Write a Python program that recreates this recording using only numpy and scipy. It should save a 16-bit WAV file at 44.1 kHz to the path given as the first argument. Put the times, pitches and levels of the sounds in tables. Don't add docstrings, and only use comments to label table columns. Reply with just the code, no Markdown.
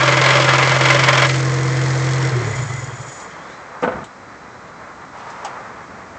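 import sys
import numpy as np
from scipy import signal
from scipy.fft import rfft, irfft
from scipy.io import wavfile

SR = 44100
rng = np.random.default_rng(int(sys.argv[2]) if len(sys.argv) > 2 else 0)


def log_audio(samples):
    frames = np.atleast_2d(samples).T
    limited = np.clip(frames, -1, 1)
    pcm = np.round(limited * 32767).astype(np.int16)
    wavfile.write(sys.argv[1], SR, pcm)


def elevation(decibels):
    levels = np.asarray(decibels, float)
    return 10 ** (levels / 20)


N = 272538
TIME = np.arange(N) / SR

FIRST_TICK_S, CLUTCH_S, CUT_S, DOOR_SHUT_S = .0333, 1.258, 2.31, 4.06
HUNT_S, HUNT_TOP_S = .84, .28
LOOSEN_S, LOOSEN_DB_PER_S = .7, 6.0


def in_time(rows):
    s, *columns = np.transpose(rows)
    return [np.interp(TIME, s, c) for c in columns]


def at_hz(points, hz):
    point_hz, point_db = np.array(points).T
    return np.interp(np.log(hz), np.log(point_hz), point_db)


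def after(s):
    return np.maximum(TIME - s, 0)


def swell(top_s, rise_s, fall_s):
    return -9 * ((TIME - top_s) / np.where(TIME < top_s, rise_s, fall_s)) ** 2


def joined(*levels_db):
    return 10 * np.log10(sum(elevation(db) ** 2 for db in levels_db) + 1e-20)


def filtered(x, order, hz, kind="low"):
    return signal.sosfilt(signal.butter(order, hz, kind, fs=SR, output="sos"), x)


def drift(rate_hz):
    sos = signal.butter(2, rate_hz, fs=SR / 20, output="sos")
    slow = signal.sosfilt(sos, rng.standard_normal(N // 20 + 4000))[-N // 20 - 2:]
    return np.interp(np.arange(N) / 20, np.arange(len(slow)), slow / slow.std())


def grit(spread_db):
    g = rng.standard_normal(N) * elevation(spread_db * drift(400))
    return g / g.std()


def burst(s, db, t60, attack_s=0.0011):
    out, first = np.zeros(N), int(s * SR) + 1
    since = TIME[first:first + int(2 * t60 * SR)] - s
    out[first:first + len(since)] = elevation(db - 60 * since / t60) * (1 - np.exp(-since / attack_s))
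    return out


def resonance(x, hz, width_hz):
    r = np.exp(-np.pi * width_hz / SR)
    poles = [1, -2 * r * np.cos(2 * np.pi * hz / SR), r * r]
    return signal.lfilter(np.array([1, 0, -1]) * (1 - r * r) / 2, poles, x)


def body(x, colour, modes):
    size = 2 ** 15
    hz = np.maximum(np.arange(size // 2 + 1) * SR / size, 1)
    humps_db = sum(top / (1 + (2 * (hz - mid) / wide) ** 2) for mid, wide, top in modes)
    gain = elevation(at_hz(colour, hz) + humps_db)
    cepstrum = irfft(np.log(gain / np.sqrt(np.mean(gain ** 2))))
    cepstrum[1:size // 2] *= 2
    cepstrum[size // 2 + 1:] = 0
    return signal.oaconvolve(x, irfft(np.exp(rfft(cepstrum))))[:N]


def pressure(rate):
    idle = -21 + np.minimum(1.4 * TIME, 2.1)
    coast = -14.6 + 2.4 * 20 * np.log10(rate / rate[0]) - 250 * after(3.13)
    emptying = -5.0 * np.exp(-((TIME - 2.51) / .065) ** 2)
    rock_growth = np.minimum(after(CUT_S) / .3, 1) ** 2
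    rocking = 2.5 * rock_growth * np.cos(2 * np.pi * 7.4 * (TIME - 2.75))
    missed = -18 * np.exp(-((TIME - CUT_S) / .016) ** 2)
    return np.where(TIME < CUT_S, idle, coast + emptying + rocking) + missed


def exhaust(rate, firings):
    # f/Hz, level/dB
    silencer = [(20, -54), (45, -40), (65, -15), (87, -23), (100, -4.5), (125, 0.5), (140, -2.5),
                (155, -14.5), (172, -37), (220, -29.5), (265, -35.5), (400, -31.5), (480, -46.5)]
    lead_firings, echo_s = .05, .046
    orders = 0
    for k in range(1, 16):
        hz = k * rate
        silencer_phase = 2 * np.arctan((hz - 125) / 25)
        orders = orders + elevation(at_hz(silencer, hz)) * np.cos(2 * np.pi * k * (firings + lead_firings) - silencer_phase)
    puffs = np.sqrt(2) * elevation(pressure(rate) + .5 * drift(16)) * orders
    lag = round(echo_s * SR)
    puffs[lag:] += elevation(-9.5) * puffs[:-lag]
    return puffs * elevation(-1.0)


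def clashes(rate):
    odd_turns = [6, 10, 16, 18, 19, 20, 23]
    odd_db = [2.5, 3.5, -4, 2.2, 2.4, -2.5, 1.5]
    # t/s, peak level/dB
    rebounds = [(.0574, -9), (.2374, -5), (.2867, -4), (.3316, -7), (.3671, -6), (.4204, -7), (.6934, -8),
                (.7414, -11), (.835, -8), (.8839, -6), (.9258, -9), (1.1514, -8), (1.1974, -9),
                (1.2466, -6), (1.2915, -6), (1.3399, -10), (1.3982, -15)]
    bright_db, spread_db, early_s, jitter_s = -16, .9, .0017, .001
    s = np.arange(FIRST_TICK_S, CLUTCH_S, 2 / rate[0])
    chance = rng.standard_normal((len(s), 3))
    hunt_db = 2.0 * np.cos(2 * np.pi * (s - HUNT_TOP_S) / HUNT_S)
    loosen_db = LOOSEN_DB_PER_S * np.maximum(s - LOOSEN_S, 0)
    db = -4.3 + .4 * loosen_db + .3 * hunt_db + spread_db * chance[:, 0]
    db[odd_turns] += odd_db
    bright = bright_db + loosen_db + .7 * hunt_db + spread_db * chance[:, 1]
    turns = zip(s - early_s + jitter_s * chance[:, 2], db, bright)
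    return list(turns) + [(s, db, bright_db) for s, db in rebounds]


def gears(rate, firings):
    # f/Hz, level/dB per Hz
    case_colour = [(120, -48), (200, -25.5), (327, -8.5), (434, -9), (578, -3), (720, -6.8), (1020, -1.5),
                   (1890, -5.5), (2080, -3.5), (2770, -9), (7270, -23.5), (8790, -30), (11400, -74.5),
                   (19300, -120)]
    # f/Hz, width/Hz, level over colour/dB
    case_modes = [(334, 40, 4), (570, 20, 7), (600, 60, 4), (1045, 50, 5), (1185, 40, 4), (1365, 120, 4),
                  (1650, 70, 6), (2060, 110, 6), (2260, 140, 4.5), (3040, 90, 3), (3300, 160, 5.5),
                  (4250, 160, 3), (4780, 200, 3.5), (5290, 300, 3.5)]
    freed_db = -11 * np.minimum(after(CLUTCH_S) / .025, 1) - 100 * after(CLUTCH_S)
    hunt_db = .5 * np.cos(2 * np.pi * (TIME - HUNT_TOP_S) / HUNT_S)
    grind = elevation(-15.2 + hunt_db - .4 * LOOSEN_DB_PER_S * after(LOOSEN_S) + freed_db)
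    hits = clashes(rate)
    clash = sum(burst(s, 1.15 * db - 4.6, .085, attack_s=.0018) for s, db, bright in hits)
    sharp = sum(burst(s, .7 * (db + bright) + 0.8, 0.045, attack_s=0.00038) for s, db, bright in hits)
    teeth = grit(1.0)
    edge = filtered(teeth * sharp, 2, 2200, "high")
    dull = filtered(grit(1.5) * grind * elevation(2.0 * drift(30)), 1, 4500)
    thin = filtered(teeth * clash, 1, 600, "high")
    turn = np.diff(np.floor(firings / 2), prepend=-1)
    blow = elevation(33) * filtered(turn * grind, 2, [330, 800], "band")
    return elevation(-0.72) * body(dull + thin + edge + blow, case_colour, case_modes)


def block(rate, firings):
    # f/Hz, level/dB per Hz
    block_colour = [(100, -28), (170, -5), (211, -20), (318, -10), (421, -9.5), (481, -9.5), (776, -14),
                    (2060, -12), (2770, -25), (6860, -23), (8790, -30.5), (11400, -68), (19300, -120)]
    # f/Hz, width/Hz, level over colour/dB
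    block_modes = [(1060, 60, 5), (2050, 140, 3.5), (3330, 450, 4), (4260, 250, 3), (5340, 300, 2),
                   (6700, 300, 1.5)]
    freed_s, split_hz = 1.41, 2700
    running_db = -25.4 + 1.55 * 20 * np.log10(rate / rate[0])
    level_db = joined(running_db, -43) - 150 * after(3.6)
    bright_db = np.select([TIME < freed_s, TIME < CUT_S], [-1.5, -4.3], -6.0)
    stroke = firings + .1
    weak_db = -4 * (np.floor(stroke) % 2)
    tick = elevation(weak_db) * np.exp(-(stroke % 1) / 0.21) * np.where(TIME < CUT_S, 1, 0.45)
    noise = body(grit(1.2) * (1 + 0.29 * tick), block_colour, block_modes)
    ticks = body(grit(2.5) * (0.51 + 0.85 * tick), block_colour, block_modes)
    low = filtered(noise, 4, split_hz)
    high = filtered(ticks, 4, split_hz, "high")
    return elevation(level_db) * (low + elevation(bright_db + 8.0) * high)


def belt(rate, firings):
    multiples = [3.722, 7.444, 10.787, 11.166, 14.888]
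    hum_levels = [-38.5, -33.5, -37.5, -35.5, -43.5]
    hums = 0
    for k, db in zip(multiples, hum_levels):
        hums = hums + np.sqrt(2) * elevation(db + 0.68 * drift(4.4)) * np.sin(2 * np.pi * k * firings)
    return elevation(-70 * (1 - rate / rate[0])) * hums


def leak():
    # start t/s, end t/s, start level/dB, end level/dB
    spells = [
        (2.445, 2.85, -41.5, -42),
        (2.94, 3.21, -46.5, -43.5),
    ]
    gates_db = [-380 * np.maximum(start - TIME, 0) - 150 * after(end) for start, end, *_ in spells]
    high_db = joined(*(gate + np.interp(TIME, row[:2], row[2:]) for gate, row in zip(gates_db, spells)))
    low_db = gates_db[0] - 36 - 10 * after(spells[0][0]) + 4.0 * drift(18)
    air = rng.standard_normal((3, N))
    bands = (6930, 220), (2025, 110), (6800, 6000)  # Hz, width Hz
    high, low, hiss = (resonance(resonance(a, hz, w), hz, w) for a, (hz, w) in zip(air, bands))
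    bright = high / high.std() + elevation(0.3) * hiss / hiss.std()
    return elevation(high_db - 0.6 + 2.2 * drift(25)) * bright + elevation(low_db - 3.5) * low / low.std()


def thin_whistle():
    hz = 3240 + 16000 * np.minimum(after(3.35), .5) ** 2
    phase = 2 * np.pi * np.cumsum(hz) / SR
    on = np.clip(np.minimum(TIME - CUT_S, 3.6 - TIME) / .04, 0, 1)
    level = on * elevation(-52.5 - 5.0 * after(CUT_S)) * elevation(3.0 * drift(14))
    return level * (drift(150) * np.cos(phase) + drift(150) * np.sin(phase))


def door():
    # t/s, level/dB, decay/s
    door_blows = [
        (3.823, -10.5, 0.12),
        (3.836, -12.5, .12),
        (3.873, -14, 0.13),
        (3.918, -20, 0.12),
        (3.953, -25.5, 0.41),
        (4.012, -33, 0.22),
    ]
    # f/Hz, level/dB per Hz
    door_colour = [(29, -82), (50, -35), (222, -6), (343, -13.5), (495, -5.5), (576, -10.5), (670, -8),
                   (1460, -13.5), (1850, -19.5), (7080, -57), (8790, -59), (11400, -92), (19300, -120)]
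    # f/Hz, width/Hz, level/dB
    door_modes = [(237, 40, -3), (506, 33, 1), (660, 40, 3), (899, 50, 3), (1020, 40, -8), (1217, 50, 7),
                  (1500, 38, 5.5)]
    held = np.clip((DOOR_SHUT_S - TIME) / 0.016, 0, 1)
    blows = sum(burst(s, db - 2.0, t60, attack_s=0.0025) for s, db, t60 in door_blows)
    return held * body(grit(2.2) * blows, door_colour, door_modes)


def rings():
    # t/s, peak level/dB, decay/s, f/Hz
    panel_notes = [(2.35, -20.5, .35, 360), (2.362, -23, .3, 388), (2.408, -23, 0.16, 347),
                   (2.46, -28, .4, 429), (3.825, -11.5, 0.1, 499), (3.832, -24, 0.11, 300),
                   (3.834, -15.5, .12, 894), (3.846, -15, 0.069, 1507), (3.852, -16.5, 0.15, 237),
                   (3.872, -11.5, 0.13, 506), (3.882, -17, 0.1, 684), (3.9, -23, .2, 222.4),
                   (3.917, -16, .13, 512), (4.01, -30, 0.13, 660), (5.446, -18, 0.07, 849),
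                   (5.457, -25, 0.11, 802)]
    out = 0
    for s, db, t60, hz in panel_notes:
        out = out + burst(s, db, t60, attack_s=2.5 / hz) * np.sin(2 * np.pi * hz * (TIME - s))
    return out


def knocks():
    # t/s, level/dB, decay/s, centre f/Hz, width/Hz
    knock_rows = [(1.291, -20, .1, 2500, 3000), (3.2, -38, 0.14, 5700, 3000), (3.819, -40, .2, 5500, 3000),
                  (3.832, -27.5, 0.074, 2700, 900), (3.876, -35, 0.097, 2500, 900),
                  (4.04, -39, 0.12, 3200, 1500), (4.04, -37, .1, 7300, 2500), (5.3, -41, .1, 5500, 2000),
                  (5.446, -22, 0.12, 780, 450), (5.446, -28, 0.1, 4500, 3500),
                  (5.446, -29, 0.15, 2600, 1500)]
    noise = rng.standard_normal(N)
    out = 0
    for s, db, t60, hz, w in knock_rows:
        struck = resonance(resonance(noise * burst(s, db, t60), hz, w), hz, 2 * w)
        out = out + struck * np.sqrt(SR / np.pi / w)
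    return out


def far():
    # t/s, level/dB
    fan_levels = [
        (2.3, -90),
        (3.4, -59),
        (5.0, -61),
        (5.7, -72),
    ]
    tyres = resonance(rng.standard_normal(N), 910, 220)
    top_s = 5.2
    hum_db = joined(-33.5 + swell(top_s, .05, .4), -48 + swell(top_s, .3, .3))
    tones = (2002, 0), (4004, -3)  # Hz, dB
    whine = sum(elevation(db + 1.2 * drift(6)) * np.sin(2 * np.pi * hz * TIME) for hz, db in tones)
    return elevation(hum_db - 4.0 + 1.5 * drift(19)) * tyres / tyres.std() + elevation(in_time(fan_levels)[0]) * whine


def street():
    # top t/s, rise/s, fall/s, roar level/dB, rumble level/dB
    swell_rows = [
        (3.93, .07, .11, -37, -32),
        (5.47, .27, .34, -33, -65),
        (5.7, .22, 1.1, -43, -45),
    ]
    # f/Hz, level/dB per Hz
    street_colour = [(18, -51), (30, -24), (71, -6.5), (141, -4.5), (226, -4.5), (347, -8.5), (520, -5),
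                     (725, -5), (919, -4.5), (1170, -3), (2060, -10.5), (2880, -24.5), (6930, -25.5),
                     (8790, -33.5), (11400, -81.5), (19300, -120)]
    # f/Hz, width/Hz, level/dB
    street_modes = [(900, 200, 1), (1320, 250, 1)]
    duck_db = 2.9 * (TIME > DOOR_SHUT_S) * np.exp(-after(DOOR_SHUT_S) / 2.5)
    roar_db = joined(-34.9 - duck_db, *(roar + swell(*shape) for *shape, roar, rumble in swell_rows))
    rumble_db = joined(-45.8, *(rumble + swell(*shape) for *shape, roar, rumble in swell_rows))
    air = body(rng.standard_normal(N), street_colour, street_modes)
    low = elevation(rumble_db + 8.0 + .8 * drift(6.1)) * filtered(air, 3, 400)
    mid = elevation(roar_db + 1.1 * drift(8)) * filtered(air, 3, [400, 2600], "band")
    top = elevation(0.43 * roar_db - 22) * filtered(air, 3, 2600, "high")
    return low + mid + top


def scene():
    # t/s, firing rate/Hz
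    crank_rows = [
        (0, 43.74),
        (2.29, 43.74),
        (2.55, 33),
        (2.75, 23),
        (2.9, 18.3),
        (3.05, 12),
        (3.2, 7.8),
        (3.4, 5),
    ]
    rate, = in_time(crank_rows)
    firings = np.cumsum(rate) / SR - FIRST_TICK_S * rate[0]
    car = exhaust(rate, firings) + gears(rate, firings) + block(rate, firings) + belt(rate, firings)
    car = car + leak() + thin_whistle()
    return (car + door() + rings() + knocks() + far() + street())[None]


def low_pass(x):
    return signal.sosfilt(signal.butter(12, 15830, fs=SR, output="sos"), x)


def record(dry):
    steep_top = signal.cheby2(12, 60, 9350, fs=SR, output="sos")
    low_cut = signal.butter(2, 35, "high", fs=SR, output="sos")
    narrow = signal.sosfilt(np.vstack([steep_top, low_cut]), np.clip(dry, -.655, .655))
    return low_pass(np.clip(narrow, -.722, .722))


dry = scene()
out = record(dry)
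log_audio(out)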